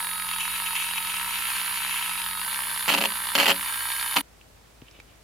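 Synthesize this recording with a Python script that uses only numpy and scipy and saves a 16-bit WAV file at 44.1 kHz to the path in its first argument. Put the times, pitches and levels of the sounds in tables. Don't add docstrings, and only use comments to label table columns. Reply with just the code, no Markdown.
import sys
import numpy as np
from scipy import signal
from scipy.fft import rfft, irfft
from scipy.io import wavfile
from scipy.ndimage import uniform_filter1d

SR = 44100
rng = np.random.default_rng(int(sys.argv[2]) if len(sys.argv) > 2 else 0)


def to_wav(sig):
    pcm = np.clip(np.atleast_2d(sig), -1, 1) * 32767
    pcm = np.round(pcm).astype(np.int16)
    wavfile.write(sys.argv[1], SR, pcm.T)


def gain_from_db(level_db):
    decades = np.asarray(level_db, float) / 20
    return 10 ** decades


N = 231055

# frequency [Hz], level [dB per Hz].
ROOM_HISS = [(30, -100), (45, -81.5), (105, -79.5), (140, -86.5), (500, -89.5), (2000, -96.5), (9000, -104),
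             (16000, -109)]
# frequency [Hz], left minus right [dB].
PORT_COLOUR = [(60, 2), (400, 2.5), (700, 1.5), (1300, -1.3), (2400, -3), (4400, 0.4), (8100, -3.5),
               (15000, -2)]
# start [s], peak [dB], pitch [Hz], width [Hz].
PLASTIC_TAPS = [
    (4.413, -41.5, 2700, 500),
    (4.818, -40, 2800, 900),
    (4.821, -45, 139, 45),
    (4.821, -44.5, 245, 60),
    (4.822, -40.5, 446, 250),
    (4.884, -42, 3000, 500),
    (4.912, -43, 5200, 900),
    (4.99, -38, 400, 400),
    (5.001, -38.5, 2350, 300),
    (5.001, -35, 4000, 4000),
]
# time [s], level [dB].
SLIDE_LEVEL = [(4.8, -90), (4.86, -64), (4.883, -57), (4.9, -67), (4.95, -60), (5.0, -58), (5.03, -67),
               (5.1, -67), (5.2, -87)]
# frequency [Hz], width [Hz], level [dB].
CUP_MODES = [(2350, 250, -1), (3000, 350, 0), (3720, 500, -3), (5300, 965, -19)]
# frequency [Hz], width [Hz], level [dB].
BENCH_MODES = [(185, 14, -9), (216, 12, -10), (284, 13, -4), (402, 22, -9), (556, 32, 0), (668, 45, -3)]
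# frequency [Hz], width [Hz], level [dB].
JAR_MODES = [(964, 400, -2), (1335.5, 198, -10.5), (1658, 95, -14.5), (1995, 340, -5.5), (2570, 350, -0.5),
             (2942, 306, 1), (3560, 600, -4), (4330, 190, -11), (4880, 510, -7), (6970, 2170, -3),
             (9200, 2600, -5.5), (13300, 1100, -5.5)]
# start [s], number of blows, level [dB].
CHATTER_BOUTS = [(2.8793, 5, -12), (2.9114, 4, -13.5), (2.9377, 3, -11.5), (2.9638, 1, -19),
                 (2.9756, 1, -17.5), (2.9803, 2, -13), (3.0062, 2, -14), (3.0225, 1, -12.5),
                 (3.0378, 1, -13.5), (3.0499, 2, -14), (3.352, 1, -6.5), (3.3572, 2, -14.5),
                 (3.3786, 5, -10), (3.4059, 8, -13.5), (3.457, 3, -11.5), (3.479, 8, -10),
                 (4.1626, 3, -10.5), (4.1843, 1, -16)]
# frequency [Hz], width [Hz], level [dB].
PAINT_MODES = [(2370, 420, -8.5), (2655, 200, 1.5), (2950, 350, 2), (3322, 860, -5), (6520, 1730, 3)]
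# time [s], peak [dB], release [s].
PAINT_GULPS = [(0.338, -40, 0.0066), (.41, -35.5, 0.21), (.67, -35.5, 0.018), (.765, -28, 0.016),
               (.8, -40.5, 0.26), (0.984, -33.5, 0.004), (1.1, -39, 0.094), (1.171, -32.5, .015),
               (1.29, -37, 0.62), (1.56, -45, 0.024), (1.75, -39, 0.16), (1.91, -39.5, 0.41)]
# frequency [Hz], width [Hz], level [dB].
HOUSING_MODES = [(930, 127, -6), (1324, 200, -1.5), (1638, 102, -8.5), (1847, 75, -4.5), (2350, 330, 1),
                 (2770, 340, -1), (3600, 380, 1), (4470, 255, -1.5), (6520, 450, -7), (12500, 3000, -29)]
# frequency [Hz], width [Hz], level [dB].
KNOCK_MODES = [(974, 240, -0.5), (1284, 330, -2.5), (1880, 310, 1), (2320, 380, -4), (3000, 460, 0.5),
               (3680, 910, 0.5), (4770, 540, -3.5), (6760, 530, -14)]
# time [s], level [dB].
SHAFT_KNOCKS = [(.0034, -21), (.1985, -23), (.3367, -22), (.4782, -20), (.6613, -21), (.754, -19),
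                (.9808, -20), (1.0956, -21), (1.1662, -20), (1.3086, -22), (1.5029, -19), (1.7582, -21),
                (1.8483, -20), (1.9418, -20), (2.0941, -20), (2.2176, -21), (2.3322, -23), (2.415, -20),
                (2.5287, -20), (2.5899, -19), (2.7438, -19), (3.1213, -21), (3.2703, -20), (3.6107, -21),
                (3.7421, -21), (3.9028, -20), (4.0269, -19), (4.1114, -20), (4.1413, -20), (4.208, -20)]
# multiple of the turn rate, level upright [dB], level leaning [dB].
SHAFT_TONES = [(3, -69, -65), (5, -49, -62), (7, -44.5, -59.5), (8, -52, -44), (9, -52, -57),
               (15, -53, -47), (18, -62, -48), (21, -45.5, -51.5), (24, -53.5, -61), (27, -57.5, -62)]
# time [s], lean [0 to 1].
SHAFT_LEAN = [(0, 0.05), (1.0, 0.06), (1.4, 0.3), (1.54, 0.54), (1.7, 0.22), (2.35, 0.05), (2.5, .7),
              (3.4, 0.73), (3.75, 0.99)]
# time [s], turns per second [Hz].
SHAFT_SPEED = [(0, 187.8), (.08, 183.2), (.2, 182), (.8, 183.2), (1.06, 182.7), (1.25, 189.1),
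               (1.45, 191.5), (1.7, 194.1), (1.85, 188.7), (2.1, 185), (2.39, 181.1), (2.45, 192.1),
               (2.54, 196.3), (2.85, 194.4), (3.3, 195.5), (3.75, 200.3), (4.1, 201.9), (4.21, 196.3)]
# time [s], change [Hz], rise [s], recovery [s].
STIRRER_SLIPS = [
    (.576, 8, 0.069, 0.082),
    (0.882, 5, .08, 0.063),
    (1.113, 3.5, 0.048, .05),
    (1.321, -2.5, 0.055, 0.11),
    (1.54, 9, 0.081, 0.069),
    (1.975, 7.5, .12, 0.075),
    (2.2, 3.5, .05, .1),
    (2.92, -9, .07, .3),
    (3.42, -5, .06, 0.09),
    (3.509, -11, .1, 0.17),
]
# frequency [Hz], width [Hz], level [dB].
CAN_MODES = [(7560, 1000, -20), (8900, 400, -12), (9520, 380, -2.5), (10460, 900, -1), (10850, 700, -1.5),
             (11390, 550, -11), (12100, 650, -4.5), (13200, 700, -8), (13950, 600, -7.5), (14700, 700, -21)]


def level(x, db):
    return x * gain_from_db(db) / np.sqrt(np.mean(x ** 2))


def butter(x, order, hz, kind):
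    return signal.sosfilt(signal.butter(order, hz, kind, fs=SR, output="sos"), x)


def walk(rate, size=N):
    k = int(SR / rate)
    steps = np.repeat(rng.standard_normal(size // k + 1), k)
    return level(uniform_filter1d(uniform_filter1d(steps, k), k)[:size], 0)


def shape(points):
    f = np.maximum(np.arange(N // 2 + 1) * SR / N, 1)
    hz, db = np.transpose(points)
    return gain_from_db(np.interp(np.log(f), np.log(hz), db))


def bump(s, rise_s, fall_s):
    t = np.arange(N) / SR - s
    return np.exp(np.where(t < 0, -2 * (t / rise_s) ** 2, -2 * t / fall_s))


def ring(x, hz, width):
    r, w = np.exp(-np.pi * width / SR), 2 * np.pi * hz / SR
    return signal.lfilter([0, np.sin(w)], [1, -2 * r * np.cos(w), r * r], x)


def rub(noise, modes):
    return sum((-1) ** k * gain_from_db(db) * ring(noise, f, w) for k, (f, w, db) in enumerate(modes))


def strike(times, gains, modes, scatter_db, spread_s, damping=0.57):
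    luck = rng.random((len(times), 3, len(modes)))
    share = gain_from_db(np.array(modes)[:, 2])
    out = np.zeros(N)
    for k, (hz, width, _) in enumerate(modes):
        at = ((np.asarray(times) + spread_s * luck[:, 0, k]) * SR).astype(int)
        strength = gains * gain_from_db(scatter_db * (2 * luck[:, 1, k] - 1))
        blows = np.zeros(N)
        np.add.at(blows, at, strength * np.sign(luck[:, 2, k] - .5))
        out += share[k] * ring(blows, hz, damping * width)
    return out / np.sqrt(np.sum(share ** 2))


def place(x, pan_db, wet_db, t60=0.045):
    t = np.arange(SR // 4) / SR
    echo = rng.standard_normal((2, len(t))) * np.exp(-np.log(1000) * t / t60)
    echo = .5 * echo[0] + echo[1] * np.array([[1], [-1]])
    echo = echo * gain_from_db(wet_db) / np.sqrt(np.sum(echo ** 2, axis=1, keepdims=True))
    echo = butter(echo, 1, 600, "high")
    direct = x * gain_from_db(np.array([[pan_db], [-pan_db]]) / 2)
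    return direct + signal.fftconvolve(x[None], echo, axes=1)[:, :N]


def room_tone():
    mid, side = rfft(rng.standard_normal((2, N))) * shape(ROOM_HISS)
    side = side * shape([(60, -11.5), (350, -1.5), (1000, -1.0)])
    hiss = irfft(np.array([mid + side, mid - side]), N)
    hum_hz = 53.7 + 1.24 * walk(6.08)
    hum = np.sin(2 * np.pi * np.cumsum(hum_hz) / SR) * gain_from_db(0.34 * walk(4.9))
    return level(hiss, -54.5) + level(hum, -60)


def plastic_taps():
    friction = rng.standard_normal(N) * gain_from_db(3.4 * walk(60))
    slide_db = np.interp(np.arange(N) / SR, *np.transpose(SLIDE_LEVEL))
    slide = level(rub(friction, CUP_MODES), 0) * gain_from_db(slide_db)
    touches = sum(gain_from_db(db + 5) * ring(signal.unit_impulse(N, int(s * SR)), f, w)
                  for s, db, f, w in PLASTIC_TAPS)
    return slide + butter(touches, 2, 90, "high")


def blow_times():
    gap_s, jitter_s, scatter_db = .0054, .0006, 2
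    luck = rng.standard_normal((len(CHATTER_BOUTS), 2, 8))
    bouts = []
    for (start, count, db), u in zip(CHATTER_BOUTS, luck):
        n = np.arange(round(count))
        late = jitter_s * u[0, :len(n)] * (n > 0)
        bouts.append((start + n * gap_s + late, db + scatter_db * np.tanh(u[1, :len(n)])))
    return np.concatenate(bouts, axis=1)


def jar():
    s, db = blow_times()
    glass = strike(s, gain_from_db(db), JAR_MODES, scatter_db=1, spread_s=.0018)
    pressure = np.zeros(N)
    pressure[(s * SR).astype(int)] = gain_from_db(db)
    pressure = signal.lfilter([1], [1, -np.exp(-1 / (0.0037 * SR))], pressure)
    grind = gain_from_db(-9) * pressure * level(rub(rng.standard_normal(N), JAR_MODES), 0)
    bench = strike(s, gain_from_db(db - 20.5), BENCH_MODES, scatter_db=1.5, spread_s=0.002)
    return butter(glass + grind + bench, 4, 150, "high")


def paint_level():
    t = np.arange(N) / SR
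    deep_from_s, deep_to_s, fade_s = 0.33, 2.18, 0.17
    inside = np.minimum(t - deep_from_s, deep_to_s - t)
    deep = np.clip(inside / fade_s + 1, .05, 1)
    gulps = sum(gain_from_db(db) * bump(s, 0.015, fall) for s, db, fall in PAINT_GULPS)
    return 20 * np.log10(gain_from_db(-40.5) * deep + gulps)


def slosh(turns):
    once_a_turn = 1.6 + np.exp(-(turns % 1) / 0.26)
    slaps = rng.standard_normal(N) * once_a_turn * gain_from_db(1.83 * walk(60.25))
    gurgle = sum(gain_from_db(db) * ring(slaps, f, w) for f, w, db in PAINT_MODES)
    return gain_from_db(paint_level()) * level(butter(gurgle, 3, [1900, 7500], "band"), 0)


def knock_times(turns):
    hard, hard_db = np.transpose(SHAFT_KNOCKS)
    between = np.diff(turns[(hard * SR).astype(int)])
    slow = between / np.diff(hard) < 187.5
    laps = between / np.where(slow, 4, 3.1)
    light = np.concatenate([np.linspace(a, b, round(n) + 1)[1:-1] for a, b, n in zip(hard, hard[1:], laps)])
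    luck = rng.standard_normal((400, 2))[:len(light)].T
    light_db = -22.5 + 2 * np.tanh(luck[1])
    return np.r_[hard, light + .0009 * luck[0]], np.r_[hard_db, light_db]


def housing(turns, body_db):
    each = np.flatnonzero(np.diff(turns // 1))[:-1] / SR
    tap_gains = gain_from_db(8 * np.tanh(rng.standard_normal(len(each))))
    taps = strike(each, tap_gains, HOUSING_MODES, scatter_db=8, spread_s=.0012)
    s, db = knock_times(turns)
    knocks = strike(s, gain_from_db(db + 3.5), KNOCK_MODES, scatter_db=1.5, spread_s=.0003, damping=0.89)
    friction = rub(rng.standard_normal(N), HOUSING_MODES)
    body = gain_from_db(body_db) * (level(taps, -2.45) + level(friction, -4.4)) + knocks
    return butter(body, 6, 840, "high")


def shaft_tones(hz, turns):
    null_hz, null_width_hz = 203.5, 8.4
    off = (hz - null_hz) / null_width_hz
    hum_db = -56.5 + 10 * np.log10(off ** 2 / (1 + off ** 2) + 0.008)
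    lean = np.clip(np.interp(np.arange(N) / SR, *np.transpose(SHAFT_LEAN)), 0, 1)
    out = gain_from_db(hum_db) * np.sqrt(2) * np.sin(2 * np.pi * turns)
    for k, upright_db, leaning_db in SHAFT_TONES:
        db = upright_db + lean * (leaning_db - upright_db) + 1.45 * walk(12)
        out += gain_from_db(db) * np.sqrt(2) * np.sin(2 * np.pi * (round(k) * turns + rng.random()))
    return out


def shaft_speed():
    t = np.arange(0, N, 64) / SR
    hz = np.interp(t, *np.transpose(SHAFT_SPEED))
    for s, change_hz, rise, back in STIRRER_SLIPS:
        onset = np.clip(1 + (t - s) / rise, 0, 1)
        recovery = np.clip(1 - (t - s) / back, 0, 1) ** 1.5
        hz = hz + change_hz * np.where(t < s, onset, recovery)
    return uniform_filter1d(np.interp(np.arange(N) / SR, t, hz), SR // 40)


def brushes(hz, turns):
    step = 64
    slow, lines = hz[::step], np.zeros(N)
    turn = np.exp(2j * np.pi * turns)
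    spin = turn ** 32
    for k in range(33, 82):
        spin = spin * turn
        can = np.sqrt(sum(gain_from_db(2 * db) / (1 + (2 * (k * slow - f) / w) ** 2) ** 2 for f, w, db in CAN_MODES))
        weak = k % 3 > 0
        wander_db = 2.5 * (1 if weak else .4) * walk(2.56 * step, size=len(slow))
        size = can * gain_from_db(-10 * weak + wander_db)
        lag = np.exp(1j * (3 if weak else .35) * rng.standard_normal())
        lines += np.repeat(size, step)[:N] * (spin * lag).real
    sparks = rng.standard_normal(N) * np.exp(-((3 * turns + 0.11) % 1) / 0.39)
    hiss = sum(gain_from_db(db) * level(ring(sparks, f, 0.56 * w), 0) for f, w, db in CAN_MODES)
    return level(lines, 0) + level(hiss, -7)


def mixer():
    hz = shaft_speed()
    turns = np.cumsum(hz * (1 + .0009 * walk(70))) / SR
    faster_hz = hz - 184
    whine = gain_from_db(-34.5 + 0.146 * faster_hz) * brushes(hz, turns)
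    top = signal.sosfiltfilt(signal.butter(4, 11700, "high", fs=SR, output="sos"), whine)
    motor = place(whine - top, pan_db=1.2, wet_db=-14, t60=.012)
    motor += gain_from_db(-.5) * place(top, pan_db=1.5, wet_db=-2, t60=.04)
    stirring = housing(turns, -39.5 + 0.2047 * faster_hz) + shaft_tones(hz, turns) + slosh(turns)
    return motor + place(stirring, pan_db=1.1, wet_db=-4.5) + place(jar(), pan_db=-0.5, wet_db=-4)


def scene():
    t = np.arange(N) / SR
    change_s, fade_s = 4.212, 0.0019
    mixer_gain = np.exp(-np.maximum(t - change_s, 0) / fade_s)
    return mixer() * mixer_gain + place(plastic_taps(), pan_db=0, wet_db=-3) + room_tone()


def low_pass(x):
    return signal.sosfilt(signal.butter(12, 15960, fs=SR, output="sos"), x)


def record(dry):
    tilt = np.sqrt(shape(PORT_COLOUR))
    ports = irfft(rfft(dry) * np.array([tilt, 1 / tilt]), N)
    ports = signal.sosfilt(signal.ellip(8, .3, 70, 15850, fs=SR, output="sos"), ports)
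    return low_pass(ports)


dry = scene()
out = record(dry)
to_wav(out)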